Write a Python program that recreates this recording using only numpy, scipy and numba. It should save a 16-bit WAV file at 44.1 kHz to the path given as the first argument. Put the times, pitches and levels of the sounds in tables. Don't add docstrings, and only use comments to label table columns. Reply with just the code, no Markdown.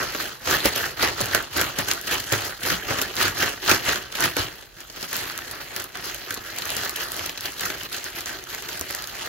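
import sys
import numpy as np
from scipy import signal
from scipy.fft import rfft, irfft, next_fast_len
from scipy.io import wavfile
from scipy.ndimage import uniform_filter1d, map_coordinates
from numba import njit

SR = 44100
rng = np.random.default_rng(int(sys.argv[2]) if len(sys.argv) > 2 else 0)


def log_audio(samples):
    frames = np.atleast_2d(samples).T
    limited = np.clip(frames, -1, 1)
    pcm = np.round(limited * 32767).astype(np.int16)
    wavfile.write(sys.argv[1], SR, pcm)


N = 409248


def crackle():
    # (frequency [Hz], level [dB])
    crackle_tone = [(130, -22.5), (240, -4), (350, 3.5), (520, -2), (700, 0.5), (1000, 0), (1400, 2),
                    (1750, 2), (2300, -3), (3100, -2.5), (3700, -6), (4300, -2.5), (5200, -7.5),
                    (9000, -11.5), (15500, -14)]
    dull = buckles(180.1, 7000, per_s=3000, spread_db=2.0, clump_db=2.0,
                   turns=1.2, damping=0.86, steady_s=0.059, kinds=80)
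    hollow = buckles(1099.5, 4200, per_s=220, spread_db=3.5, clump_db=0.0,
                     turns=3.5, damping=0.29, steady_s=0.104, kinds=60)
    crisp = buckles(4600, 14400, per_s=2600, spread_db=2.5, clump_db=2.5,
                    turns=1.0, damping=0.64, steady_s=0.047, kinds=60)
    effort_db, crisp_db = arm()
    sheet = dull + gain_of(-8.0) * hollow
    papery = signal.lfilter(*signal.butter(1, (800, 2200), "bandpass", fs=SR), sheet)
    sheet = sheet + (gain_of(0.078 * (effort_db + 27.0)) - 1) * papery
    creases = coloured(sheet + gain_of(crisp_db) * crisp, crackle_tone)
    return gain_of(effort_db) * evened(pockets(creases, depth_db=1.54, last_s=.045, octaves=.4))


def arm():
    # (peak time [s], effort [dB], time to rise 20 dB [s], time to fall 20 dB [s], crispness [dB])
    strokes = [(0.033, -24.5, 2.5, 0.09, -1.5), (0.159, -30.5, 0.24, 0.15, 4),
               (0.202, -28.5, 0.03, 0.22, 7.5), (0.511, -19.5, 0.0843, 0.22, 3.5),
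               (0.658, -20, 0.0353, 0.069, 6), (0.804, -24.5, 0.17, 0.19, 4.5),
               (1.031, -19, 0.07, 0.15, -0.8), (1.205, -28, 0.1, 0.35, 4), (1.351, -22.5, 0.09, 0.12, -0.5),
               (1.583, -22.5, 0.072, 0.21, 4), (1.799, -24, 0.05, 0.06, 3), (1.904, -25, 0.1, 0.13, 4),
               (2.131, -23.5, 0.12, 0.13, 5), (2.332, -23, 0.04, 0.13, 1.5), (2.46, -30, 0.39, 0.16, 7.5),
               (2.669, -22, 0.07, 0.2, 4.5), (2.912, -24, 0.11, 0.11, -1.5), (2.977, -27.5, 0.1, 0.3, 4),
               (3.223, -18.0, 0.0749, 0.1345, 3.5), (3.415, -20.5, 0.08, 0.18, 3.5),
               (3.709, -17.5, 0.1, 0.1248, 2.5), (3.881, -20.5, 0.06, 0.16, 2.5),
               (3.953, -31.5, 0.3, 0.2, 0), (4.243, -21.5, 0.13, 0.11, 3.5), (4.385, -23, 0.04, 0.142, 2),
               (4.555, -42, 0.8, 0.3, 6), (4.799, -40.5, 0.08, 0.1, 5), (4.975, -44, 0.24, 0.03, 3),
               (5.046, -35, 0.18, 0.03, 6.5), (5.169, -30, 0.14, 0.39, 8), (5.392, -38.5, 0.2, 0.26, -1),
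               (5.538, -35.5, 0.3, 0.17, 3.5), (5.608, -36, 0.03, 0.154, 6),
               (5.782, -32.5, 0.18, 0.18, 2.5), (5.965, -34.5, 0.05, 0.15, -11),
               (6.06, -33, 0.18, 0.43, 7.5), (6.321, -33.5, 0.15, 0.14, -0.5), (6.508, -35, 0.2, 0, 3.5),
               (6.602, -31.5, 0.2, -0.06, -1), (6.711, -29.5, 0.21, 0.26, 1.5),
               (6.844, -29, 0.3, 0.144, 6.5), (7.02, -28.5, 0.11, 0.09, 7), (7.193, -30, 0.22, 0.3, 3.5),
               (7.456, -31, 0.08, 0.11, 7), (7.638, -29.5, 0.09, 0.24, 6), (7.865, -34, 0.6, -0.03, 3),
               (7.933, -33, 0.06, 0.28, 9), (8.051, -33.5, -0.04, 0.14, 5.5), (8.167, -31, 0.04, 0.14, 6),
               (8.28, -30.5, 0.03, 0.28, 3.5), (8.51, -34, 0.06, 0.3, 4.5), (8.744, -34, 0.3, 0.2, 6.5),
               (8.912, -33.5, 0.1, 0.26, 3.5), (9.042, -39, 0.6, -1, 5), (9.28, -31, 0.42, 1, 2.5)]
    rounding = 1.337
    dulling_db_per_s = -21
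    rest_db = -58
    peak_s, peak_db, rise_s, fall_s, crisp_db = np.transpose(strokes)[:, :, None]
    t = np.arange(0, N / SR + .002, .002)
    past_peak_s = t - peak_s
    side_s = np.maximum(np.where(past_peak_s < 0, rise_s, fall_s), .01)
    distance = abs(past_peak_s) / side_s + 1e-9
    power = gain_of(peak_db - 20 * distance ** rounding) ** 2 + 1e-30
    stroke_crisp_db = crisp_db + dulling_db_per_s * np.clip(past_peak_s, -.2, .2)
    crispness = (power * stroke_crisp_db).sum(0) / power.sum(0)
    effort = 10 * np.log10(power.sum(0) + gain_of(rest_db) ** 2)
    return [np.interp(np.arange(N) / SR, t, curve) for curve in (effort, crispness)]


def buckles(low_hz, high_hz, per_s, spread_db, clump_db, turns, damping, steady_s, kinds):
    clumps = evened(uniform_filter1d(uniform_filter1d(rng.standard_normal(N), 300), 300))
    size = gain_of(spread_db * np.minimum(rng.exponential(1, N), 4) + clump_db * clumps)
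    starts = np.flatnonzero(rng.random(N) < per_s / SR)
    kind = rng.integers(0, kinds, N)[starts]
    out = np.zeros((2, N))
    for k, hz in enumerate(np.geomspace(low_hz, high_hz, kinds)):
        ring_s = .0002 + turns / hz
        click = burst(hz, damping * hz, ring_s, ring_s)
        click *= np.sqrt(hz) / np.linalg.norm(click, axis=1, keepdims=True)
        at = starts[kind == k]
        out += scatter(N, at, size[at], click)
    power = uniform_filter1d((out ** 2).mean(0), round(steady_s * SR))
    return out / np.sqrt(abs(power) + .01 * power.mean())


def pockets(sound, depth_db, last_s, octaves):
    hz, t, spectrum = signal.stft(sound, SR, nperseg=512)
    grid = np.meshgrid(np.log2(hz + 100) / octaves, t / last_s, indexing="ij")
    patches = evened(map_coordinates(rng.standard_normal((100, 1000)), grid, order=3, mode="wrap"))
    return signal.istft(spectrum * gain_of(depth_db * patches), SR, nperseg=512)[1][:, :N]


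def snaps():
    # (peak time [s], relative level [dB], ring pitch [Hz], flap boost [dB], rough half length [s])
    folds = [(0.149, -20.5, 1500, -4.5, 0.0039), (0.474, -16, 1490, -8, 0.0033),
             (0.527, -19, 1630, -9, 0.013), (0.538, -22, 1660, -11, 0.0055),
             (0.654, -17.5, 1500, 5, 0.0056), (1.027, -15, 4200, -3, 0.0065),
             (1.075, -17, 1440, -22, 0.0018), (1.086, -18, 1560, -8, 0.002),
             (1.2042, -22, 6120, 3.5, 0.0045), (1.348, -5.5, 1540, -12.5, 0.0022),
             (1.565, -20, 1350, -2.5, 0.0042), (1.614, -17, 1930, -3.5, 0.0036),
             (1.787, -15, 7100, -3.5, 0.0027), (1.884, -21, 5880, -8.5, 0.0036),
             (1.914, -5, 4220, -31, 0.0011), (2.123, -19, 2630, -11.5, 0.01),
             (2.078, -22, 3000, -18.5, 0.0029), (2.203, -19, 4900, -22, 0.0014),
             (2.321, -13.5, 2470, -5, 0.0017), (2.335, -24, 3570, 3.5, 0.0059),
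             (2.634, -26, 3500, -11, 0.0039), (2.702, -15.5, 1810, -12.5, 0.0066),
             (2.719, -21, 1350, -6, 0.018), (2.9065, -22, 1510, 1, 0.011),
             (2.9866, -19.5, 1950, -5, 0.0059), (3.0165, -19, 3180, -3.5, 0.0014),
             (3.021, -24, 4000, -6, 0.0028), (3.167, -19.5, 3980, -12, 0.0023),
             (3.201, -17.5, 2500, -17, 0.0026), (3.213, -14, 1290, -31, 0.0053),
             (3.425, -19, 1760, -6, 0.013), (3.493, -25, 2700, -7, 0.0046), (3.678, -16, 3970, -20, 0.0042),
             (3.695, -9, 1400, -16, 0.0061), (3.714, -5, 2580, -6.5, 0.0029),
             (3.883, -22.5, 2820, -1, 0.01), (3.958, -19, 1440, -10, 0.0037),
             (4.125, -23, 2980, -12.5, 0.0019), (4.153, -19, 2760, -15, 0.0043),
             (4.225, -14, 1320, -14.5, 0.0048), (4.24, -12, 1920, -7.5, 0.0053),
             (4.256, -15, 1400, -10, 0.0038), (4.367, -13.5, 1960, -4.5, 0.0022),
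             (4.625, -33, 3200, -5.5, 0.0014), (4.812, -33, 4500, -13, 0.002),
             (4.9, -28.5, 4590, -11, 0.0017), (4.971, -32.5, 2000, -1.5, 0.0028),
             (5.012, -30, 5000, -9, 0.0015), (5.028, -19.5, 5060, -10.5, 0.0029),
             (5.129, -19, 1700, -13, 0.0022), (5.157, -21, 2650, -11, 0.0026),
             (5.299, -21, 1540, -26, 0.0019), (5.389, -20, 1450, -29, 0.0013),
             (5.764, -22.5, 1800, -13, 0.0023), (5.798, -24.5, 1560, -27, 0.0071),
             (5.954, -26, 1590, -8.5, 0.0032), (6.308, -18.5, 1590, -14.5, 0.0031),
             (6.374, -26.5, 4160, -3.5, 0.0032), (6.621, -20, 4050, -13, 0.0028),
             (6.693, -20, 2560, -23, 0.0018), (6.769, -24, 4090, -4, 0.0042),
             (6.835, -20.5, 1660, -23, 0.0026), (6.959, -20, 3360, -19, 0.0018),
             (7.0065, -23.5, 1520, -24, 0.0078), (7.194, -20, 2820, -14.5, 0.0019),
             (7.258, -22.5, 6140, -10.5, 0.0023), (7.2944, -17.5, 2800, -16.5, 0.0016),
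             (7.3755, -20, 4000, -27, 0.0016), (7.38, -22, 2500, -21, 0.00091),
             (7.441, -25, 4200, -23, 0.0015), (7.457, -19.5, 4440, -28, 0.004),
             (7.596, -19, 4000, -16, 0.0016), (7.634, -22, 1840, -8, 0.0051),
             (7.655, -21, 2100, -17, 0.0019), (7.702, -20, 1850, -7, 0.0035),
             (7.928, -24, 4000, -24, 0.0025), (7.945, -25, 3360, -24, 0.0036),
             (8.259, -20.5, 6640, -13.5, 0.0023), (8.689, -23, 3010, -25.5, 0.0024),
             (8.811, -26, 6070, -1, 0.0024), (8.903, -26, 1710, -12, 0.0053),
             (9.041, -23.5, 4010, -33, 0.0023)]
    # (time [s], relative level [dB])
    ticks = [(0.657, -11.5), (0.7597, -18.5), (0.778, -20.5), (0.865, -31), (1.2127, -15.5),
             (1.2575, -22.5), (1.349, -14), (1.4257, -31), (1.572, -20), (1.6132, -13.5), (1.7888, -21),
             (1.8857, -21), (1.935, -21.5), (2.013, -26.5), (2.1444, -25), (2.1997, -23.5), (2.3247, -13),
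             (3.016, -14.5), (3.023, -19), (3.1546, -27.5), (3.2805, -21.5), (3.852, -27), (3.923, -21),
             (4.206, -16), (4.3672, -22), (4.805, -32), (5.131, -23), (5.166, -20), (5.377, -23.5),
             (5.512, -24.5), (5.7632, -20.5), (5.8, -27), (5.821, -31), (5.8414, -26.5), (5.972, -29),
             (6.0565, -27), (6.1458, -25), (6.306, -26), (6.325, -29), (6.3418, -23), (6.347, -27),
             (6.563, -29), (6.5856, -21), (6.655, -24), (6.703, -21), (6.7665, -19), (6.849, -25.5),
             (6.8945, -19.5), (6.962, -22.5), (7.119, -21.5), (7.165, -26), (7.2616, -21.5), (7.408, -24),
             (7.521, -32), (7.6084, -22), (7.658, -20), (7.833, -28), (7.9667, -27.5), (8.042, -25.5),
             (8.2072, -25.5), (8.439, -31.5), (8.548, -25), (8.623, -28.5), (8.7947, -25.5), (8.811, -20.5),
             (8.908, -24), (8.949, -21.5), (9.0224, -27), (9.073, -26.5)]
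    out = np.zeros((2, N + SR))
    for peak_s, db, hz, flap_db, half_s in folds:
        rise_s, decay_s = 0.45 * half_s, 1.2 * half_s
        crack = gain_of(db - 5.5) * burst(1700, 7300, decay_s, rise_s)
        ring = gain_of(db - 4.5) * burst(hz, 0.25 * hz, decay_s, rise_s)
        flap = gain_of(db + flap_db - 1.5) * burst(246, 530, decay_s + .003, rise_s + .0028)
        for part in (crack, ring, flap):
            add(out, peak_s - rise_s, part)
    for start_s, db in ticks:
        add(out, start_s, gain_of(db + 5.5) * burst(8000, 7500, decay_s=.0007, rise_s=.0006))
    return out[:, :N]


def air_puffs():
    # (frequency [Hz], level [dB])
    air_tone = [(24, -33), (50, -9.5), (80, -10), (110, -2.5), (165, -9.5), (260, -7.5)]
    # (time [s], level [dB])
    push = [(0.0, -46), (2.3, -44.5), (5.2, -47), (9.28, -48)]
    panels = buckles(40, 231.9, per_s=150, spread_db=3.0, clump_db=1.5,
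                     turns=.6, damping=0.48, steady_s=0.062, kinds=20)
    effort_db, _ = arm()
    push_db = np.interp(np.arange(N) / SR, *np.transpose(push))
    return gain_of(push_db + 0.76 * (effort_db + 30)) * evened(coloured(panels, air_tone))


def thumps():
    # (start time [s], peak level [dB], starting pitch [Hz])
    catches = [(.473, -38, 110), (0.646, -28.5, 68), (1.02, -34, 71), (1.213, -28.5, 119),
               (1.333, -28.5, 99), (1.552, -35.5, 86), (1.78, -32, 98), (2.316, -21.5, 115),
               (2.706, -26.5, 190), (2.888, -30.5, 113), (3.4, -36, 115), (3.695, -29, 111.4),
               (4.24, -32, 113), (4.383, -28.5, 112), (8.794, -43, 86)]
    out = np.zeros((2, N + SR))
    t = np.arange(SR // 5) / SR
    shape = swell_and_fade(t, rise_s=0.022, decay_s=0.012)
    for (start_s, db, hz), phase in zip(catches, rng.random((len(catches), 2, 1))):
        cycles = hz * t * (1 - 1.05 * t)
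        add(out, start_s, gain_of(db) * shape * np.sin(2 * np.pi * (cycles + phase)))
    return out[:, :N]


def room_echo(sound, count):
    # (frequency [Hz], time to fade 60 dB [s])
    fade_times = [(100, 0.26), (1000, 0.12), (5000, 0.08), (15000, 0.12)]
    hz, t, spectrum = signal.stft(rng.standard_normal((count, 2, SR // 4)), SR, nperseg=256)
    fade = gain_of(-60 * t / at_frequency(fade_times, hz)[:, None])
    tails = signal.istft(spectrum * fade, SR, nperseg=256)[1]
    tails[..., :round(.004 * SR)] = 0
    tails_passed = 9.0 * np.arange(N) / SR
    out = np.zeros((2, N))
    for k, tail in enumerate(tails):
        away = np.clip((tails_passed - k + count / 2) % count - count / 2, -1, 1)
        share = sound * np.cos(np.pi / 2 * away)
        out += signal.oaconvolve(share, tail / np.linalg.norm(tail[0]), axes=1)[:, :N]
    return out


def background():
    # (frequency [Hz], level [dB])
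    background_tone = [(20, -33), (40, 0.5), (180, -17), (800, -19), (2000, -31), (15000, -35)]
    return gain_of(-55) * evened(coloured(rng.standard_normal((2, N)), background_tone))


def burst(hz, width_hz, decay_s, rise_s):
    t = np.arange(round((rise_s + 7 * decay_s) * SR) + 16) / SR
    radius = np.exp(-np.pi * width_hz / SR)
    feedback = [1, -2 * radius * np.cos(2 * np.pi * hz / SR), radius * radius]
    noise = evened(signal.lfilter([1, 0, -1], feedback, rng.standard_normal((2, SR // 8))))
    shape = swell_and_fade(t, rise_s, decay_s)[:SR // 8]
    sound = noise[:, -len(t):] * shape
    return sound * np.linalg.norm(shape) / np.linalg.norm(sound, axis=1, keepdims=True)


def swell_and_fade(t, rise_s, decay_s):
    swell = np.sin(np.pi / 2 * np.minimum(t / rise_s, 1)) ** 2
    return swell * np.exp(-np.maximum(t - rise_s, 0) / decay_s)


@njit
def scatter(length, at, size, click):
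    out = np.zeros((2, length + click.shape[1]))
    for i in range(len(at)):
        for j in range(click.shape[1]):
            out[0, at[i] + j] += size[i] * click[0, j]
            out[1, at[i] + j] += size[i] * click[1, j]
    return out[:, :length]


def add(mix, start_s, sound):
    mix[:, max(round(start_s * SR), 0):][:, :sound.shape[1]] += sound


def coloured(sound, tone):
    hz = abs(np.fft.fftfreq(8192, 1 / SR))
    log_gain = np.log(gain_of(at_frequency(tone, hz)))
    response = np.exp(np.conj(signal.hilbert(log_gain)))
    taps = np.fft.ifft(response).real[:4096]
    return signal.oaconvolve(sound, taps[None], axes=1)[:, :N]


def at_frequency(rows, hz, column=1):
    table = np.transpose(rows)
    return np.interp(np.log(hz + 1), np.log(table[0] + 1), table[column])


def gain_of(db):
    return 10 ** (np.asarray(db) / 20)


def evened(sound):
    return sound / np.sqrt(np.mean(sound ** 2) + 1e-20)


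def scene():
    bag = crackle() + air_puffs() + snaps() + thumps()
    return bag + background() + gain_of(-8.5) * room_echo(bag, count=5)


def record(dry):
    # (frequency [Hz], likeness [0-1], left's phase lead [radians], left over right [dB])
    stereo_image = [(40, .8, 0, -.5), (240, .55, -.6, 2), (340, .8, -.2, 0), (600, .55, -.2, 0),
                    (780, .4, 2, 0), (900, .1, 3, 0), (1100, .7, 4.9, -2.5), (1750, .7, 6.5, -2.5),
                    (2300, .1, 6.2, 0), (2800, .45, 5.6, -1), (3900, .4, 6.8, 0), (4800, .1, 9.4, 0),
                    (6200, .4, 7.5, .5), (7500, .78, 8.9, 0), (8400, .985, 9.4, 0), (9500, .985, 9.45, 0),
                    (10300, .8, 9.8, 0), (11500, .6, 11.2, 0), (12400, .85, 12.3, 0),
                    (13300, .97, 12.55, 0), (15200, .9, 12.7, 0)]
    size = next_fast_len(N + 4096)
    hz = np.fft.rfftfreq(size, 1 / SR)
    left, other = rfft(dry, size)
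    likeness, lead, balance_db = (at_frequency(stereo_image, hz, column=k) for k in (1, 2, 3))
    right = np.exp(-1j * lead) * (likeness * left + np.sqrt(1 - likeness ** 2) * other)
    balance = gain_of(balance_db / 2)
    pair = irfft([left * balance, right / balance], size)[:, :N]
    pair = pair / (1 + abs(pair / .95) ** 4) ** .25
    treble_cut = signal.firwin(511, cutoff=15850, window=("kaiser", 9), fs=SR)
    return signal.oaconvolve(pair, treble_cut[None], "same")


dry = scene()
out = record(dry)
log_audio(out)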